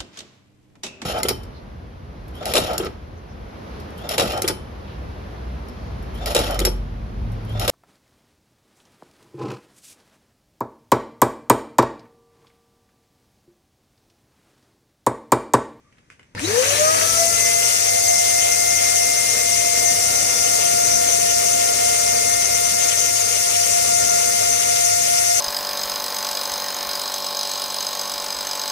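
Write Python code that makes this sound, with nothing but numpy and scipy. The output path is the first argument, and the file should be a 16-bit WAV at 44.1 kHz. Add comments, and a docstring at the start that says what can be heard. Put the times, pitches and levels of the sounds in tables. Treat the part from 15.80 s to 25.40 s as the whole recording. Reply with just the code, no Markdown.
"""An electric blower fills three balloons

After a few light clicks the switch snaps on, and the motor knocks, scrapes and runs up to a steady
whine over the hum of the mains. Air rushes through the housing and hisses out of three nozzles, each
singing a fuzzy note. The limp rubber crackles as it unfolds and thumps as it pulls taut in a quiet room."""
import sys
import numpy as np
from scipy import signal
from scipy.fft import rfft, irfft
from scipy.io import wavfile
from scipy.ndimage import uniform_filter1d

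SR = 44100
rng = np.random.default_rng(int(sys.argv[2]) if len(sys.argv) > 2 else 0)


def generate_wav(sig):
    """Save sig (samples, or channels by samples) to the path in sys.argv[1] as 16-bit PCM at SR."""
    pcm = np.round(np.clip(np.atleast_2d(sig).T, -1, 1) * 32767).astype(np.int16)
    wavfile.write(sys.argv[1], SR, pcm)


N = 423360
TIME, FREQS = np.arange(N) / SR, np.fft.rfftfreq(N, 1 / SR)
SWITCH_ON_S, EAR_DELAY_S = 0.548, 22 / SR
SINCE_ON = np.maximum(TIME - SWITCH_ON_S, 0)

# narrow resonances (favoured pitches) of the hoses and nozzles: f/Hz, width/Hz, lift/dB
HOSE_PEAKS = [(493, 16, 4), (598, 20, 4.5), (675, 16, 2.5), (5410, 41, 2), (5624, 40, 4), (5895, 50, 3),
              (6010, 45, 3), (6235, 70, 4), (6420, 60, 2.5), (6530, 60, 2.5), (6730, 70, 1.5)]
HOSE_DB = sum(db / (1 + (2 * (FREQS - hz) / width) ** 2) for hz, width, db in HOSE_PEAKS)


def motor():
    """The spinning shaft sets the pitch of all the motor's tones, so they rise together."""
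    speed = shaft_speed()
    unsteady = 1 + 0.000323 * wander(1.37) + 0.00022 * wander(4.5)
    angle = 2 * np.pi * np.cumsum(speed * unsteady) / SR
    lead = 2 * np.pi * speed * EAR_DELAY_S  # how far the left ear is ahead, in radians
    tones = whine(speed, angle, lead) + weak_tones(speed, angle, lead) + case_shake(speed, angle, lead)
    return (tones + brush_squeals(angle, lead)) * running()


def shaft_speed():
    """Turns per second: a quick kick at switch-on, a slower pull, then a creep as the motor warms."""
    # stages of the run-up: speed gained/Hz, time constant/s
    run_up = [(134.4, .0716), (212.2, .292), (4.45, 3)]
    return np.maximum(sum(gained * (1 - np.exp(-SINCE_ON / lag_s)) for gained, lag_s in run_up), 1)


def whine(speed, angle, lead):
    """The fan wheel makes four strong tones that swell and fade as they climb through resonances."""
    # each tone's order, meaning its cycles per turn of the shaft
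    orders = [2, 4, 6, 14]
    # one row per order: left base level/dB, right base level/dB, growth/(dB per dB of speed),
    # twist (phase shift between the ears)/rad, waver/dB, roughness/rad
    fan_tones = [(-22, -22, 0.42, 0.03, 1.3, .038), (-39.5, -37, 1.5, -0.22, 1.7, 0.18),
                 (-34.5, -38, 3.7, 0.087, 1.2, .18), (-36, -44.5, 3.8, 0.2, 4, 0.85)]
    # each order drifts as the balloons grow: t/s, left lift/dB, right lift/dB, twist/rad
    drifts = {2: [(.8, 3.5, -0.5, -0.28), (1.05, 3, 3.5, -0.27), (1.22, 0, -3.5, 1.6),
              (1.43, 1, -0.5, -1.7), (1.56, -8, -4, 0.46), (1.75, 0.5, -0.5, 0.48),
              (1.97, -5.5, -4.5, 0.98), (2.15, 0, 2, 1.09), (3.4, -0.5, -1, 0.93), (3.55, -4.5, -4.5, 0.89),
              (3.8, 1, 0, 0.41), (4.2, -3.5, -0.5, 0.55), (4.55, -6, -2.5, 1.05), (4.85, 1.9, 0.5, 0.76),
              (6, 0.5, 1.5, 0.63), (7.5, -3, -3, 0.7), (8.2, 1.5, 1, 0.71), (9.1, 0.5, 0.5, 0.7)],
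              4: [(1.1, 7, 4, -0.052), (1.18, 6, 4, -0.4), (1.24, 4, 3, 0.58), (1.3, 9, 3, 0.5),
              (1.35, 6, -1, -1.85), (1.42, 3.5, 5, -0.7), (1.55, 6, 1, -0.16), (1.9, 8.5, 2, -1.1),
              (2.3, -10, -5, -0.57), (2.9, -1, -0.5, 0.13), (3.75, -12, -9, -0.023), (4.55, -2, 1.5, 0.31),
              (5.6, -1, -1.5, 0.11), (7.3, -2, -3, 0.86), (7.75, -5, -3.5, 0.24), (8.3, 2.5, -0.5, 0.59),
              (9.4, -4, 0.5, -0.095)], 6: [(1.5, 0.5, 2, -0.4), (2, 1, 1, 1.5), (2.4, 4.3, 7.5, -0.1),
              (3.05, 5, 9, -0.6), (4.1, 2.5, 7, -0.1), (4.5, 3, -1, 0.6), (5.6, -3, -1, 0.7),
              (6.5, 2.5, 5.5, -1.1), (7.6, -1.5, -4, 1), (8.5, 3, -2, 0.7), (9.4, -0.5, 5, 1.7)],
              14: [(.95, -1, 4, -1.4), (1.12, -2, -4, -1.4), (1.23, 8, -3, -1.4), (1.32, -2, 5, -2),
              (1.6, 2, 5, -2), (2.5, -1.5, -3, -0.12)]}
    speed_db = 20 * np.log10(speed / speed[-1])
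    out = np.zeros((2, N))
    for order, (left_db, right_db, growth, twist, waver_db, rough_rad) in zip(orders, fan_tones):
        hz = order * speed
        *drift_db, drift_twist = curve(drifts[order])
        ripple_db, ripple_twist = standing_waves(hz)
        level_db = np.array([[left_db], [right_db]]) + growth * speed_db
        level_db += resonance_db(hz) + ripple_db + drift_db
        ear_phase = order * lead + twist + drift_twist + ripple_twist
        radiated = 1 / (1 + (285 / hz) ** 12)  # the small case gives off no low tones
        out += radiated * tone(order * angle, level_db, ear_phase, waver_db, rough_rad)
    return out


def resonance_db(pitch):
    """The housing and the room boost some pitches and swallow others, differently at each ear."""
    # peaks and dips: f/Hz, half width/Hz, left lift/dB, right lift/dB
    peaks = [(322, 20, 4.5, 0), (359, 14, -15, -18), (390, 18, -2, -3), (439, 10, -4, -22),
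             (468, 18, 5.5, -3), (496, 13, 6, 5), (510, 8, 5.5, -4), (526, 4, -7, 2), (539, 4, -19, -12),
             (552, 6, -16, -4), (567, 5, -7, -18), (578, 5, -0.5, -2), (590, 7, -12, -5), (600, 4, 3, -18),
             (615, 14, 2.5, 2.5), (647, 3, -4, 0), (656, 5, 4.5, -2), (665, 4.5, -11, -18), (930, 55, 5, 0),
             (1268, 40, 13.5, 12), (1306, 5, -8, -1), (1318, 4, -8, -7), (1338, 14, 7.5, 7),
             (1354, 2, -11, -7), (1363, 4, 5, 2), (1371, 3, -7, -3), (1790, 75, 5.5, 1), (1975, 50, -6, -5),
             (2058, 18, 6.5, 10.5), (4100, 90, 5, 5)]
    lifts = sum(np.outer([left, right], bump(pitch[::64], hz, width)) for hz, width, left, right in peaks)
    return np.array([np.interp(TIME, TIME[::64], lift) for lift in lifts])


def standing_waves(hz, depth_db=0.9, depth_rad=0.25, spacing_hz=14):
    """Standing waves ripple a rising tone's level and phase; the ripple ends near its final pitch."""
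    steps = (hz[-1] - hz) / spacing_hz
    ripple = rng.standard_normal((3, 1024))
    ripple[:, :2] = 0
    left, right, twist = (np.interp(steps, np.arange(len(row)), row) for row in ripple)
    return depth_db * np.array([left, right]), depth_rad * twist


def weak_tones(speed, angle, lead):
    """Quieter tones grow with speed; those that are not whole orders come from the bearings."""
    # tones at full speed: order/(cycles per turn), left level/dB, right level/dB, twist/rad
    orders = [(3, -45.5, -47.5, -0.2), (4.78, -58, -54.5, 0), (5.22, -44.8, -45.6, 1.4),
              (6.78, -54, -54, 0), (8, -50.5, -46.8, -1.4), (10, -46.3, -46.5, 0.5)]
    out = np.zeros((2, N))
    for order, left_db, right_db, twist in orders:
        level_db = np.array([[left_db], [right_db]])
        out += tone(order * angle, level_db, order * lead + twist, waver_db=3.0, rough_rad=0.13)
    return out * (speed / speed[-1]) ** 3


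def case_shake(speed, angle, lead, resonance_hz=212, half_width_hz=25, level_db=-43):
    """The slightly lopsided shaft shakes the case as its speed passes the case's resonance."""
    shake = tone(angle, level_db, lead, waver_db=2.0, rough_rad=0.3)
    return bump(speed, resonance_hz, half_width_hz) * shake


def brush_squeals(angle, lead, bars=24, fray_rad=1.3, right_db=-1.5):
    """The brushes, which feed current to the shaft, squeal briefly on its spinning contact bars."""
    # squeals: t/s, half length/s, level/dB
    squeals = [(.582, .011, -33), (.65, .01, -29.5), (.68, .013, -33)]
    phase = bars * angle + fray_rad * wander(240)
    squeal = tone(phase, np.array([[0], [right_db]]), bars * lead, waver_db=1.0, rough_rad=0.6)
    return reverberate(swells(squeals) * squeal * running(), t60=0.21, wet_db=-1)


def brush_rasp():
    """The brushes scrape and spark under the heavy starting current."""
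    # tone colour of the scrape: f/Hz, relative level/dB
    colour = [(850, 0), (1050, -3), (1400, -5.5), (1800, 5), (2200, -14), (3200, -13), (4100, -11),
              (4800, 0)]
    # bursts of scraping: t/s, half length/s, level/dB
    bursts = [(0.573, 0.031, -40), (0.742, 0.069, -25.5), (0.927, 0.038, -43.5), (1.13, 0.22, -31.5)]
    scrape = evened(coloured(rng.standard_normal((2, N)), colour, skirt_db=41))
    flicker_db = 2 * wander(60) + [[0], [-2]]  # a little softer on the right
    return scrape * swells(bursts) * gain_of(flicker_db) * running()


def knock():
    """The motor kicks against its housing as the current comes on, and the shell rings briefly."""
    # kicks: t/s, level/dB
    kicks = [(0.5497, -35), (0.599, -39)]
    # ringing notes of the housing: f/Hz, relative level/dB, time to fade by 60 dB/s
    housing = [(293, -2, 0.09), (490, 1, 0.12), (934, -1, .13), (1810, -7, .06), (2132, -8, .06)]
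    out = np.zeros((2, N))
    for start_s, db in kicks:
        part = out[:, round(start_s * SR):][:, :SR // 4]
        t = TIME[:part.shape[1]]
        for hz, note_db, t60 in housing:
            part += gain_of(db + note_db - 60 * t / t60) * np.sin(2 * np.pi * hz * t)
    return reverberate(out, t60=0.15, wet_db=-3)


def hum(hz=100, steady_db=-45.5, surge_db=10, surge_s=0.75):
    """The motor's iron hums at twice the mains frequency, louder while the starting current flows."""
    # the hum dips briefly: t/s, half length/s, level change/dB
    dips = [(0.62, 0.013, -19), (0.814, 0.068, -10)]
    dips_db = sum(db * bump(TIME, s, half_s) for s, half_s, db in dips)
    level_db = steady_db + surge_db * bump(SINCE_ON, 0, surge_s) + dips_db
    return tone(2 * np.pi * hz * TIME, level_db, np.zeros(N), waver_db=2.5, rough_rad=0.13) * running()


def airflow():
    """Moving air makes a low rumble, a middle rush and a high hiss."""
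    # slow rise and fall of the low air noise: t/s, relative level/dB
    low_air = [(1.1, 0), (1.48, 1.5), (2.1, -4), (3, -5), (4, 1.5), (4.6, 1.5), (6.8, 0.5), (7.6, -5),
               (8.3, 1), (9.1, -7)]
    low_db = curve(low_air)[0]
    low_db -= np.median(low_db)
    return (rumble(low_db) + rush(low_db) + hiss()) * running()


def rumble(low_db):
    """The shaking case gives off a deep noise."""
    # tone colour: f/Hz, left base level/dB per Hz, right base level/dB per Hz
    colour = [(25, -82, -85), (45, -94, -94), (66.5, -61, -67), (85.5, -81.5, -86), (128, -67, -70),
              (221, -70.5, -72.5), (227, -64.5, -64), (264, -74, -73.5), (286, -64.5, -72),
              (382, -77, -73.5)]
    level_db = flow_db(steady_db=1.26, growth=0.19, extra_db=9.2, settle_s=0.087) + 0.57 * low_db
    return air_noise(colour, skirt_db=70) * gain_of(level_db + wander(9.5))


def rush(low_db):
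    """Air swirls through the blower and swells as the balloons open."""
    # tone colour: f/Hz, left base level/dB per Hz, right base level/dB per Hz
    colour = [(382, -68.5, -82), (446, -60, -64.5), (488, -61, -63.5), (514, -64, -70), (636, -62, -70),
              (758, -61, -69.5), (782, -71, -81), (840, -92, -78), (898, -64, -72), (963, -73, -71.5),
              (1200, -63.5, -68.5), (1250, -63.5, -70), (1734, -72.5, -75), (2160, -63, -65),
              (2820, -63, -65.5), (3300, -67, -66.5), (4130, -65.5, -69.5)]
    # the swell: t/s, half length/s, lift/dB
    gusts = [(0.94, 0.11, 5.5)]
    noise = air_noise(colour, skirt_db=23)
    noise = flicker(noise, patchy_db=1.0, shared_db=0.84, flicker_hz=3130, width_hz=350, boost=2.6)
    low, high = split(noise, hz=1150)
    gust_db = sum(db * bump(TIME, s, half_s) for s, half_s, db in gusts)
    level_db = flow_db(steady_db=0.03, growth=0.8, extra_db=3.5, settle_s=1) + gust_db
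    return (low * gain_of(0.53 * low_db) + high) * gain_of(level_db)


def hiss(spits_per_s=45):
    """Air jets hiss out of the nozzles, with tiny spits at random moments."""
    # tone colour: f/Hz, left base level/dB per Hz, right base level/dB per Hz
    colour = [(4880, -59.5, -58.5), (5160, -60.5, -66.5), (5320, -53.5, -55.5), (5650, -56, -57.5),
              (6640, -54, -63), (7000, -54.5, -65), (7730, -57, -62.5), (8470, -53.5, -69),
              (10410, -57, -73.5), (11150, -61, -74), (11360, -68, -92), (13100, -61.5, -80),
              (15000, -69.5, -88.5), (15700, -82.1, -99.7)]
    noise = flicker(air_noise(colour, skirt_db=38.5), patchy_db=0.88, shared_db=0.33)
    level_db = flow_db(steady_db=-0.48, growth=2, extra_db=2.5, settle_s=1.54)
    spits = rng.exponential(1, N) * (rng.random(N) < spits_per_s / SR)
    spits = signal.oaconvolve(np.minimum(spits, 3), np.hanning(80), "same")
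    return noise * gain_of(level_db) * (1 + 0.072 * spits)


def flow_db(steady_db, growth, extra_db, settle_s):
    """Air noise grows with shaft speed (growth in dB per dB); an extra lift at the start dies away."""
    speed = shaft_speed()
    return steady_db + growth * 20 * np.log10(speed / speed[-1]) + extra_db * np.exp(-SINCE_ON / settle_s)


def flicker(x, patchy_db, shared_db, flicker_hz=6000, width_hz=1300, boost=1.0):
    """Patches of the noise flicker in loudness, most near flicker_hz, and all of it wavers."""
    hz, _, frames = signal.stft(x, SR, nperseg=256)
    patches = uniform_filter1d(rng.standard_normal(frames.shape[1:]), size=7, axis=0)
    patches = evened(uniform_filter1d(patches, size=9, axis=1))
    depth_db = patchy_db * (1 + boost * bump(hz[:, None], flicker_hz, width_hz))
    flickering = signal.istft(frames * gain_of(depth_db * patches), nperseg=256)[1][:, :N]
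    return flickering * gain_of(shared_db * wander(7.8))


def nozzle_notes(swing_hz=260, wobble_hz=22, fuzz_hz=130, waver_db=4.1, right_db=-18):
    """Once pressure builds, each nozzle's jet sings a fuzzy, wobbling note, coloured by the hoses."""
    # one note per nozzle: f/Hz, base level/dB
    nozzles = [(5850, -31.5), (6150, -29.5), (6400, -30)]
    notes = np.zeros(N)
    for hz, db in nozzles:
        angle = 2 * np.pi * np.cumsum(hz + swing_hz * wander(wobble_hz)) / SR
        fuzzy = wander(fuzz_hz) * np.cos(angle) + wander(fuzz_hz) * np.sin(angle)
        notes += fuzzy * gain_of(db + waver_db * wander(wobble_hz))
    speed = shaft_speed()
    pressure = np.clip((TIME - 0.58) / 0.14, 0, 1)  # builds just after switch-on
    left = rfft(notes * (speed / speed[-1]) ** 0.38 * pressure) * gain_of(HOSE_DB)
    right = left * gain_of(right_db) * np.exp(-2j * np.pi * FREQS * EAR_DELAY_S)
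    return reverberate(irfft(np.array([left, right]), N), t60=0.046, wet_db=-5) * running()


def unfolding(from_s=0.66, to_s=1.22, base_db=-32, spread_db=7, t60=0.045, count=26):
    """The limp balloons flick open in a scatter of rubbery snaps."""
    return snaps([(from_s + (to_s - from_s) * when, base_db + spread_db * size, t60, 0)
                  for when, size in rng.random((count, 2))])


def thumps():
    """The rubber skins pull taut and push the air in soft, low thumps."""
    # thumps: t/s, half length/s, level/dB
    pulls = [(1.335, 0.023, -40), (1.49, .018, -47), (1.553, 0.02, -37)]
    # their tone colour: f/Hz, relative level/dB
    colour = [(30, -8), (55, 2), (150, -8), (240, -7)]
    return evened(coloured(rng.standard_normal(N), colour, skirt_db=18)) * swells(pulls)


def clicks():
    """Handling makes clicks and rattles, then the switch closes and the rubber first snaps."""
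    # clicks: t/s, base level/dB, time to fade by 60 dB/s, treble lift/dB
    hits = [(.126, -55, .03, -4), (.171, -62, .05, 0), (.183, -53, .04, -4), (.3015, -39.5, 0.018, -3),
            (.312, -47, .012, -4), (.318, -54, 0.12, 0), (.395, -42.5, .02, -9), (.409, -58, .03, -6),
            (.43, -50, .02, -2), (.474, -71, 0.035, -10), (.55, -31.5, 0.016, 2), (.595, -29, .008, 12),
            (.603, -33, 0.0099, 12)]
    return snaps(hits)


def snaps(rows):
    """Each snap is a fast-fading burst of noise that sounds like thin plastic."""
    # tone colour of the plastic: f/Hz, lift/dB
    plastic = [(60, -4), (300, 2), (700, -9), (1200, 1), (1900, 9), (2600, 7), (3800, -6), (6000, -6),
               (10000, -9), (15000, -37)]
    out = np.zeros((2, N))
    for start_s, db, t60, treble_db in rows:
        part = out[:, round(start_s * SR):][:, :SR // 8]
        t = TIME[:part.shape[1]]
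        noise = rng.standard_normal(len(t)) + 1.64 * rng.standard_normal(part.shape)  # shared + per ear
        body, treble = split(noise, hz=4030)
        part += (body + gain_of(treble_db) * treble) * gain_of(db - 60 * t / t60)
    return coloured(out, plastic)


def faint_squeak(at_s=0.077, half_s=0.033, hz=1175, level_db=-64):
    """Something squeaks faintly before the start."""
    phase = 2 * np.pi * hz * TIME + 1.1 * wander(70)
    return gain_of(level_db) * bump(TIME, at_s, half_s) * np.sqrt(2) * np.cos(phase)


def room_noise():
    """The quiet room adds a faint, steady noise."""
    # tone colour: f/Hz, left base level/dB per Hz, right base level/dB per Hz
    colour = [(25, -96, -92), (100, -82, -85), (300, -89, -91), (700, -99.5, -101), (2200, -100, -99),
              (4000, -109, -110), (6000, -106, -108), (10100, -113, -116), (14000, -128, -131)]
    return air_noise(colour, skirt_db=12)


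def air_noise(colour, skirt_db, ripple_db=2.4, ripple_hz=28):
    """Noise with the hoses' peaks: part reaches the left ear first, the rest comes from all around."""
    # the part that comes straight from the blower: f/Hz, share/(0 to 1)
    direct_share = [(60, 0.7), (300, 0.85), (480, 0.32), (750, 0.69), (950, 0.54), (1500, 0.92),
                    (2300, 0.52), (5000, 0.23), (9000, 0.05), (15000, 0.2)]
    direct = np.clip(spectrum(direct_share)[0], 0, 1)
    delay = np.exp(-2j * np.pi * FREQS * EAR_DELAY_S)
    likeness = direct * delay + (1 - direct) * np.sinc(2 * FREQS * 0.00019)  # of the two ears
    left, other = rfft(rng.standard_normal((2, N)))
    right = likeness * left + np.sqrt(np.maximum(1 - abs(likeness) ** 2, 0)) * other
    # reflections cut fine peaks and dips, like a comb, mostly from 900 to 5000 Hz
    teeth = rng.standard_normal((2, 2048))
    comb = np.array([np.interp(FREQS / ripple_hz, np.arange(len(row)), row) for row in teeth])
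    comb *= FREQS / (FREQS + 900) / (1 + (FREQS / 5000) ** 2)
    level_db = spectrum(colour, skirt_db) + HOSE_DB + ripple_db * comb
    return irfft(np.array([left, right]) * gain_of(level_db), N) * np.sqrt(SR / 2)


def reverberate(x, t60, wet_db):
    """Adds the room's dense echoes, different at each ear, fading by 60 dB in t60 seconds."""
    t = TIME[:SR // 2]
    tail = rng.standard_normal((2, len(t))) * gain_of(-60 * t / t60) * (t > .004)
    return x + gain_of(wet_db) * signal.fftconvolve(x, tail / np.linalg.norm(tail[0]), axes=1)[:, :N]


def tone(angle, level_db, lead, waver_db, rough_rad):
    """One motor tone at both ears; swirling air makes its level waver and its pitch rough."""
    phase = angle + rough_rad * wander(29) + np.array([lead, -lead]) / 2
    return np.sqrt(2) * gain_of(level_db + waver_db * wander(19)) * np.cos(phase)


def running():
    """Zero until the switch closes, then quickly up to one."""
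    return np.clip((TIME - SWITCH_ON_S) / 0.0053, 0, 1)


def wander(rate_hz):
    """A smooth random wobble of typical size one, up to about the given rate."""
    coarse = TIME[::64]
    hz = np.fft.rfftfreq(len(coarse), coarse[1])
    slow = irfft(rfft(rng.standard_normal(len(coarse))) / (1 + (hz / rate_hz) ** 4), len(coarse))
    return np.interp(TIME, coarse, evened(slow))


def bump(x, centre, half_width):
    """A bell shape of height one."""
    return np.exp(-((x - centre) / half_width) ** 2)


def swells(rows):
    """A loudness curve with one bell shape per row."""
    return sum(gain_of(db) * bump(TIME, s, half_s) for s, half_s, db in rows)


def curve(rows):
    """Joins the points of a time table with straight lines."""
    s, *columns = np.transpose(rows)
    return np.array([np.interp(TIME, s, c) for c in columns])


def spectrum(rows, skirt_db=0):
    """Joins the points of a frequency table; past its ends the values fall by skirt_db an octave."""
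    hz, *columns = np.transpose(rows)
    octave, known = np.log2(FREQS + 1), np.log2(hz)
    outside = abs(octave - np.clip(octave, known[0], known[-1]))
    return np.array([np.interp(octave, known, c) for c in columns]) - skirt_db * outside


def coloured(x, colour, skirt_db=0):
    """Filters a sound to give it a table's tone colour."""
    return irfft(rfft(x) * gain_of(spectrum(colour, skirt_db)), N)


def split(x, hz):
    """The parts below and above a frequency."""
    low = signal.sosfiltfilt(signal.butter(2, hz, fs=SR, output="sos"), x)
    return low, x - low


def gain_of(db):
    """Turns decibels into a multiplier."""
    return 10 ** (np.asarray(db) / 20)


def evened(x):
    """Scales a signal to a typical size (rms) of one."""
    return x / np.sqrt(np.mean(x ** 2) + 1e-20)


def scene():
    """Blower, balloons and room together."""
    small_sounds = reverberate(clicks() + unfolding(), t60=0.2, wet_db=-2) + faint_squeak()
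    blower = knock() + motor() + brush_rasp() + hum() + airflow() + nozzle_notes()
    return blower + thumps() + small_sounds + room_noise()


def record(dry):
    """Cuts off the highest treble."""
    lowpass = signal.firwin(1023, 15780, window=("kaiser", 9), fs=SR)
    return signal.oaconvolve(dry, lowpass[None], "same")


dry = scene()
out = record(dry)
generate_wav(out)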